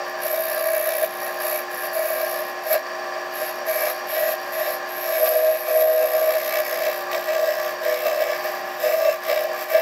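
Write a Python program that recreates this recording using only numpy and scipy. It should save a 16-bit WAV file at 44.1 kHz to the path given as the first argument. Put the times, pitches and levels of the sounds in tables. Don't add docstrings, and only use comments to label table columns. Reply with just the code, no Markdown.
import sys
import numpy as np
from scipy import signal
from scipy.fft import rfft, irfft, next_fast_len
from scipy.io import wavfile
from scipy.ndimage import uniform_filter1d, map_coordinates

SR = 44100
rng = np.random.default_rng(int(sys.argv[2]) if len(sys.argv) > 2 else 0)


def wav_record(signal):
    frames = np.transpose(np.atleast_2d(signal))
    bounded = np.clip(frames, -1, 1)
    quanta = np.round(bounded * 32767).astype(np.int16)
    wavfile.write(sys.argv[1], SR, quanta)


def voltage_ratio(level):
    return 10 ** (np.asarray(level, float) / 20)


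N = 432621
TURN_HZ = 64.245


def unit(x):
    return x / np.sqrt(np.mean(x ** 2) + 1e-20)


def curves(rows):
    s, *columns = np.transpose(rows)
    return [np.interp(np.arange(N) / SR, s, column) for column in columns]


def wobble(rate):
    knots = rng.standard_normal(int(N * rate / SR) + 4)
    return map_coordinates(knots, [np.arange(N) * rate / SR])


def crossfade(first, second, share):
    return np.sqrt(1 - share) * first + np.sqrt(share) * second


def filtered(x, response):
    m = next_fast_len(N + SR // 2)
    hz = np.fft.rfftfreq(m, 1 / SR)
    return unit(irfft(rfft(x, m) * response(hz), m)[:N])


def ringing(x, modes):
    ripple_db = 2.6 * rng.standard_normal(500)
    ripple_hz = np.linspace(0, SR / 2, len(ripple_db))

    def response(f):
        peaks = sum(voltage_ratio(2 * db) / (1 + (2 * (f - c) / w) ** 2) ** 1.47 for c, w, db in modes)
        ripple = voltage_ratio(np.interp(f, ripple_hz, ripple_db) * f / (f + 2500))
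        bass_cut = f ** 2 / (f ** 2 + 260 ** 2)
        return np.sqrt(peaks) * ripple * bass_cut

    return filtered(x, response)


def tone(hz, unsteady_db, rate):
    phase = 2 * np.pi * (hz * np.arange(N) / SR + rng.random()) + 0.23 * wobble(rate)
    return np.sqrt(2) * voltage_ratio(unsteady_db * wobble(rate)) * np.sin(phase)


def repeating(memory, share, top_hz):
    def response(f):
        comb = np.sqrt(1 - memory ** 2) / (1 - memory * np.exp(-2j * np.pi * f / TURN_HZ))
        part = share / (1 + (f / top_hz) ** 4)
        return np.sqrt(1 - part + part * np.abs(comb) ** 2)

    return filtered(rng.standard_normal(N), response)


def spells(rows, rise_db_s, fall_db_s, floor_db):
    t, power = np.arange(N) / SR, voltage_ratio(2 * floor_db)
    reach = 60 / min(rise_db_s, fall_db_s)
    for start, end, first_db, last_db in rows:
        times = [start - reach, start, max(end, start + .005), end + reach]
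        levels = [first_db - rise_db_s * reach, first_db, last_db, last_db - fall_db_s * reach]
        power = power + voltage_ratio(2 * np.interp(t, times, levels))
    return 10 * np.log10(power)


# pitch_hz, level_db
TONES = [(358.9, -42.8), (423.1, -62), (717.8, -52), (782.1, -57), (802.2, -47), (814.2, -52), (941.4, -55),
         (1005.7, -50), (1039.1, -60), (1069.9, -40.5), (1198.5, -53), (1339.9, -56), (1435.7, -56),
         (1518, -61), (1696.3, -47), (1705.5, -43.5), (1883.8, -49), (2407.3, -52)]
# multiple of the turn rate, level_db
IDLE = [(7, -59), (9, -43), (12, -39.5), (14, -59), (16, -62), (19, -54), (24, -59), (26, -57), (27, -50),
        (28, -56)]
# frequency_hz, density_db per Hz
ROAR = [(20, -29), (60, -20), (90, -26.5), (130, -12.5), (250, -2), (500, -1), (1200, 2), (2500, -2),
        (4000, -10.5), (6500, -14), (9500, -25), (12300, -35), (14500, -15), (16000, -25)]
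# centre_hz, width_hz, level_db
CASTING = [(513, 9.9, -3), (615.6, 42, 3.5), (802, 36, -2), (984, 32, -5), (1166, 30, -0.5),
           (1613, 8.3, 1.5), (1755, 62, -3.5), (1887, 73, -9.5), (2680, 130, -23.5), (4414, 98, -18),
           (4600, 110, -15.5), (4800, 93, -14), (5230, 150, -22), (5657, 123, -16)]


def lathe():
    tones = sum(voltage_ratio(db) * tone(hz, unsteady_db=.8, rate=4) for hz, db in TONES)
    orders = sum(voltage_ratio(db) * tone(k * TURN_HZ, unsteady_db=1.5, rate=7) for k, db in IDLE)
    hz, db = np.transpose(ROAR)
    roar = filtered(rng.standard_normal(N), lambda f: voltage_ratio(np.interp(np.log(f + 1), np.log(hz), db)))
    rattle_db = 1.17 * wobble(60) + 1.3 * wobble(6)
    rattle = voltage_ratio(rattle_db) * repeating(memory=0.78, share=0.38, top_hz=4500)
    return tones + orders + voltage_ratio(-38.5) * roar + voltage_ratio(-34.0) * ringing(rattle, CASTING)


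# start_s, peak level_db
SLAPS = [
    (7.1142, -19),
    (7.1297, -14),
    (7.1464, -15.5),
]


def slaps():
    t60_s = .035
    blows, t = np.zeros(N + SR), np.arange(SR // 30) / SR
    for s, db in SLAPS:
        blows[round(s * SR):][:len(t)] += voltage_ratio(db - 60 * t / t60_s) * rng.standard_normal(len(t))
    band = signal.butter(2, (500, 3200), "bandpass", fs=SR, output="sos")
    return signal.sosfilt(band, blows[:N])


# start_s, end_s, first level_db, last level_db
CHATTER = [
    (5.21, 5.54, -20.5, -19.5),
    (5.74, 6.33, -16, -23),
]


def chatter_db():
    return spells(CHATTER, rise_db_s=252, fall_db_s=220, floor_db=-70)


CHATTER_HZ = 629.3
# spindle orders away, level_db
WHIRL = [(-2, -13.5), (-1, -22), (0, 0), (1, -17.5), (2, -24)]


def chatter():
    note = sum(voltage_ratio(db) * tone(CHATTER_HZ + k * TURN_HZ, unsteady_db=1.6, rate=16) for k, db in WHIRL)
    return voltage_ratio(chatter_db()) * note


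# time_s, share of the higher grit ring (0-1), share on the end face (0-1)
GRIP = [
    (0, .3, 0),
    (.4, 0, 0),
    (2.3, 0, 0),
    (2.7, .75, .2),
    (4, .8, .2),
    (5, 1, .2),
    (5.6, 1, .2),
    (6.4, 1, .8),
    (7.1, 1, 1),
    (9.81, 1, 1),
]
# start_s, end_s, first level_db, last level_db
TOUCHES = [(0.064, 0.098, -52.5, -48), (0.225, 1.05, -33, -31.5), (1.106, 1.186, -40, -41.5),
           (1.193, 1.258, -40.5, -31), (1.275, 1.382, -41, -42), (1.412, 1.597, -29.5, -32),
           (1.714, 1.867, -38.5, -34), (1.94, 2.407, -32.5, -35.5), (2.426, 2.504, -44, -45.0),
           (2.65, 2.729, -42.5, -26.5), (3.351, 3.499, -38, -37.5), (3.53, 3.59, -51, -52),
           (3.686, 3.907, -33.5, -30.5), (3.961, 3.998, -48.0, -50), (4.092, 4.328, -36, -33),
           (4.402, 4.508, -49, -47.5), (4.535, 4.748, -35.5, -33.5), (4.893, 5.298, -41.5, -23.5),
           (5.313, 5.637, -29.5, -34.5), (5.658, 5.823, -33.5, -27.5), (5.845, 6.605, -35, -29.5),
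           (6.654, 7.021, -28.5, -29.5), (7.119, 7.722, -29, -29), (7.837, 8.409, -26, -31.0),
           (8.444, 8.593, -25.5, -35), (8.674, 8.771, -35.0, -39), (8.806, 9.142, -24, -27.5),
           (9.241, 9.442, -26, -26.5), (9.477, 9.63, -47, -22.5), (9.703, 9.837, -22, -28)]
# start_s, end_s, first level_db, last level_db
PUSHES = [(0.01, 0.17, -38, -55), (0.23, 0.4, -32.5, -26.5), (0.48, 1.04, -28.5, -24.5),
          (1.26, 1.27, -47, -23.5), (1.43, 1.58, -29, -28.5), (1.86, 1.87, -32, -44),
          (1.97, 2.27, -27, -27.0), (2.33, 2.42, -28.5, -34), (2.65, 2.75, -30, -21),
          (3.08, 3.19, -38.0, -33), (3.42, 3.52, -25.5, -40), (3.69, 3.89, -26, -22.5),
          (4.09, 4.19, -39, -20), (4.24, 4.33, -20.5, -26.0), (4.6, 4.69, -27.0, -23.5),
          (5.07, 5.28, -28.5, -16.5), (5.32, 5.56, -18.5, -22), (5.7, 6.03, -19.5, -19),
          (6.03, 6.36, -19.5, -20), (6.4, 6.6, -28, -23), (6.63, 6.9, -31.5, -21.5),
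          (7.16, 7.18, -25, -23.5), (7.3, 7.69, -20.5, -27.0), (7.87, 8.0, -18.5, -26.5),
          (8.05, 8.33, -21, -22.5), (8.45, 8.57, -28.5, -41), (8.85, 8.94, -16.5, -20.5),
          (8.98, 9.1, -25, -18.5), (9.31, 9.63, -18, -34.5), (9.75, 9.8, -16, -19)]
# time_s, extra bite_db
DIGS = [(.27, 7), (.31, 2), (.35, 7), (.76, 6), (.885, 5.5), (1.04, 8), (1.85, 4), (2.1, 7), (2.21, 6),
        (2.738, 7), (2.76, 7.5), (3.69, 3), (4.19, 4.5), (4.31, 1), (5.3, -5), (6.36, -2), (6.56, 8),
        (6.86, 3), (7.13, 6), (7.155, 5), (7.49, 5), (7.88, -1), (8.07, 8.5), (8.22, 7), (8.47, 1),
        (9.3, 7), (9.62, 3), (9.765, 1.5)]
DIG_S = 0.018
DULLED_DB = -14.5


def hand():
    touch_db = spells(TOUCHES, rise_db_s=600, fall_db_s=400, floor_db=-59)
    push_db = spells(PUSHES, rise_db_s=293, fall_db_s=265, floor_db=-40.5)
    dig_db = sum(db * np.exp(-((np.arange(N) / SR - s) / DIG_S) ** 2) for s, db in DIGS)
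    face = curves(GRIP)[1]
    worn = face ** 4
    skipping = np.clip(voltage_ratio(2 * (chatter_db() - push_db)), 0, 1)
    touch, push = touch_db + 33, push_db + 25
    fine_db = -45.5 + 0.7 * touch + 0.24 * push - 2.5 * face + 1.1 * dig_db - 5 * skipping
    rasp_db = -36 + 0.48 * touch + 0.3036 * push - 0.5 * face + 0.47 * dig_db - 5 * skipping
    hiss_db = touch_db + DULLED_DB * worn + 0.26 * dig_db
    hiss_db = 10 * np.log10(voltage_ratio(2 * hiss_db) + worn * voltage_ratio(2 * -53))
    return hiss_db, fine_db, rasp_db, push_db + 0.59 * dig_db


# time_s, high spot_db, its angle_turns, oval_db
CONTACT = [(0, 2, .77, .4), (.6, 6.8, .76, 1.3), (1.5, 4.8, .74, 1.6), (2.1, 1.5, .8, 1),
           (2.3, 3.5, .38, .2), (2.7, .8, .45, .2), (3.7, 2.2, .38, .2), (4.6, .4, .3, .5),
           (5.0, 2, .86, 1.5), (5.6, 2, .8, 2.7), (6.5, 5.9, .75, 1), (7.5, 4.2, .7, .9),
           (8.4, 2.6, .62, 1), (8.9, .8, .58, .3), (9.3, 4.4, .58, .4), (9.81, 2.5, .55, .4)]


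def out_of_round(hiss_db, face):
    spot_db, spot, oval_db = curves(CONTACT)
    skim = np.clip((-36 + DULLED_DB * face ** 4 - hiss_db) / 6, 0, 1)
    spot_db = np.maximum(spot_db, 4.5 * skim)
    turns = TURN_HZ * np.arange(N) / SR
    throb_db = 1.29 * spot_db * np.cos(2 * np.pi * (turns + spot))
    throb_db = throb_db + 1.43 * oval_db * np.cos(2 * np.pi * (2 * turns + .08))
    throb_db = throb_db + 1.6 * np.cos(2 * np.pi * (4 * turns + 0.11))
    power = uniform_filter1d(voltage_ratio(2 * throb_db), size=round(2 * SR / TURN_HZ))
    throb_db = throb_db - 20 * np.log10(np.sqrt(np.abs(power)))
    tick_db = 0.3 * spot_db * np.cos(np.pi * (turns + spot)) ** 16
    return throb_db, tick_db


def grit(throb_db, coarse_db, noise):
    return voltage_ratio(throb_db + coarse_db * wobble(900) + 0.62 * wobble(45)) * noise


def patchy(x, depth_db):
    z = signal.stft(x, nperseg=512)[2]
    field = uniform_filter1d(rng.standard_normal(z.shape), size=6, axis=0)
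    field = uniform_filter1d(field, size=24, axis=1)
    return signal.istft(z * voltage_ratio(depth_db * unit(field)), nperseg=512)[1][:N]


# centre_hz, width_hz, level_db
GRIT_LOW = [(8250, 250, -25), (10100, 500, -16), (11050, 320, -3.5), (12050, 370, 0), (12450, 200, -5)]
GRIT_HIGH = [(8300, 250, -25), (10300, 700, -18), (11400, 340, -4), (12330, 380, 0)]
GRIT_END = [(8600, 190, -31.5), (10100, 800, -11.5), (11550, 580, -8), (11980, 650, 0), (12900, 500, -0.5)]
# centre_hz, width_hz, level_db
FINE = [(13300, 400, -9), (14500, 590, 0), (15450, 500, -2)]
FINE_END = [(13000, 250, -6), (13500, 300, -7), (14200, 200, -6), (14570, 380, 0), (15250, 600, -5)]


def hissing(throb_db, grip, face):
    scratch = patchy(grit(throb_db, coarse_db=1.7, noise=rng.standard_normal(N)), depth_db=1.2)
    worn = face ** 4
    hiss = crossfade(ringing(scratch, GRIT_LOW), ringing(scratch, GRIT_HIGH), grip)
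    hiss = crossfade(hiss, ringing(scratch, GRIT_END), worn)
    fine = crossfade(ringing(scratch, FINE), ringing(scratch, FINE_END), worn)
    return hiss, fine


# centre_hz, width_hz, level_db
WOOD = [(1165, 166, 4), (1650, 43, 7.5), (1780, 290, 5), (1950, 15, 4), (2278, 36, 6), (2530, 380, -1.5),
        (3890, 830, -7.5), (4670, 510, -7.5), (5340, 760, -6.5), (6580, 690, -11.5), (7370, 240, -13)]
END_FACE = [(1177, 64, 7.5), (1626, 75, 6.5), (1804, 120, 1), (1925, 28, 7), (2068, 130, 0),
            (2280, 100, 3.5), (2613, 330, -6), (3570, 1600, -9.5), (4400, 210, -18.5), (5200, 500, -4.5),
            (6420, 1200, -16), (7570, 450, -13), (8080, 86, -16)]


def rasping(throb_db, tick_db, face):
    noise = repeating(memory=0.925, share=0.56, top_hz=4570)
    tearing = patchy(grit(.5 * throb_db + tick_db, coarse_db=2.0, noise=noise), depth_db=1.7)
    return crossfade(ringing(tearing, WOOD), ringing(tearing, END_FACE), face)


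# centre_hz, width_hz, level_db
BENDING = [(505, 16, -19), (604, 16, -24), (617, 24, -4.5), (622.7, 37, -10), (720, 33, -22)]
BENDING_END = [(513, 7.2, -8.5), (520, 5.5, -17), (612.3, 7.2, 0.5), (618.4, 22, 4), (696, 170, -22)]
# multiple of the turn rate, rim_db and end_face_db relative to the bending
PUSHED = [(7.75, -33.5, -15.5), (9.04, -39, -12), (10.03, -1.5, -6.5), (10.76, -17, -17),
          (25.26, -18.5, -26), (26.7, -22.5, -19), (30, -21, -47), (35.95, -20, -34.5), (41.47, -24.5, -26)]


def bending(bend_db, face):
    shaking = rng.standard_normal(N)
    bend = crossfade(ringing(shaking, BENDING), ringing(shaking, BENDING_END), face)
    bend = bend / np.abs(uniform_filter1d(bend ** 2, size=SR // 10)) ** 0.31
    calm = np.sqrt(np.clip(1 - voltage_ratio(2 * (chatter_db() - bend_db)), .1, 1))
    pushed = sum(voltage_ratio(rim_db + face * (end_db - rim_db)) * tone(k * TURN_HZ, unsteady_db=3.5, rate=9)
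                 for k, rim_db, end_db in PUSHED)
    return calm * (unit(bend) + pushed)


def sanding():
    hiss_db, fine_db, rasp_db, bend_db = hand()
    grip, face = curves(GRIP)
    throb_db, tick_db = out_of_round(hiss_db, face)
    hiss, fine = hissing(throb_db, grip, face)
    rasp = rasping(throb_db, tick_db, face)
    growl = bending(bend_db, face)
    return voltage_ratio(hiss_db) * hiss + voltage_ratio(fine_db) * fine + voltage_ratio(rasp_db + 0.5) * rasp + voltage_ratio(bend_db - 1.65) * growl


def scene():
    paper = sanding() + chatter() + slaps()
    loud_db = 10 * np.log10(np.abs(uniform_filter1d(paper ** 2, size=SR // 4)) + 1e-9)
    duck_db = -.55 * np.clip(loud_db + 27, 0, 30)
    return (paper + voltage_ratio(duck_db) * lathe())[None]


def roll_off(x):
    return signal.sosfilt(signal.butter(12, 15960, fs=SR, output="sos"), x)


def record(dry):
    soft = dry / (1 + np.abs(dry / .52) ** 5) ** (1 / 5)
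    limited = irfft(rfft(soft) * (np.fft.rfftfreq(N, 1 / SR) < 15760), N)
    return roll_off(limited)


dry = scene()
out = record(dry)
wav_record(out)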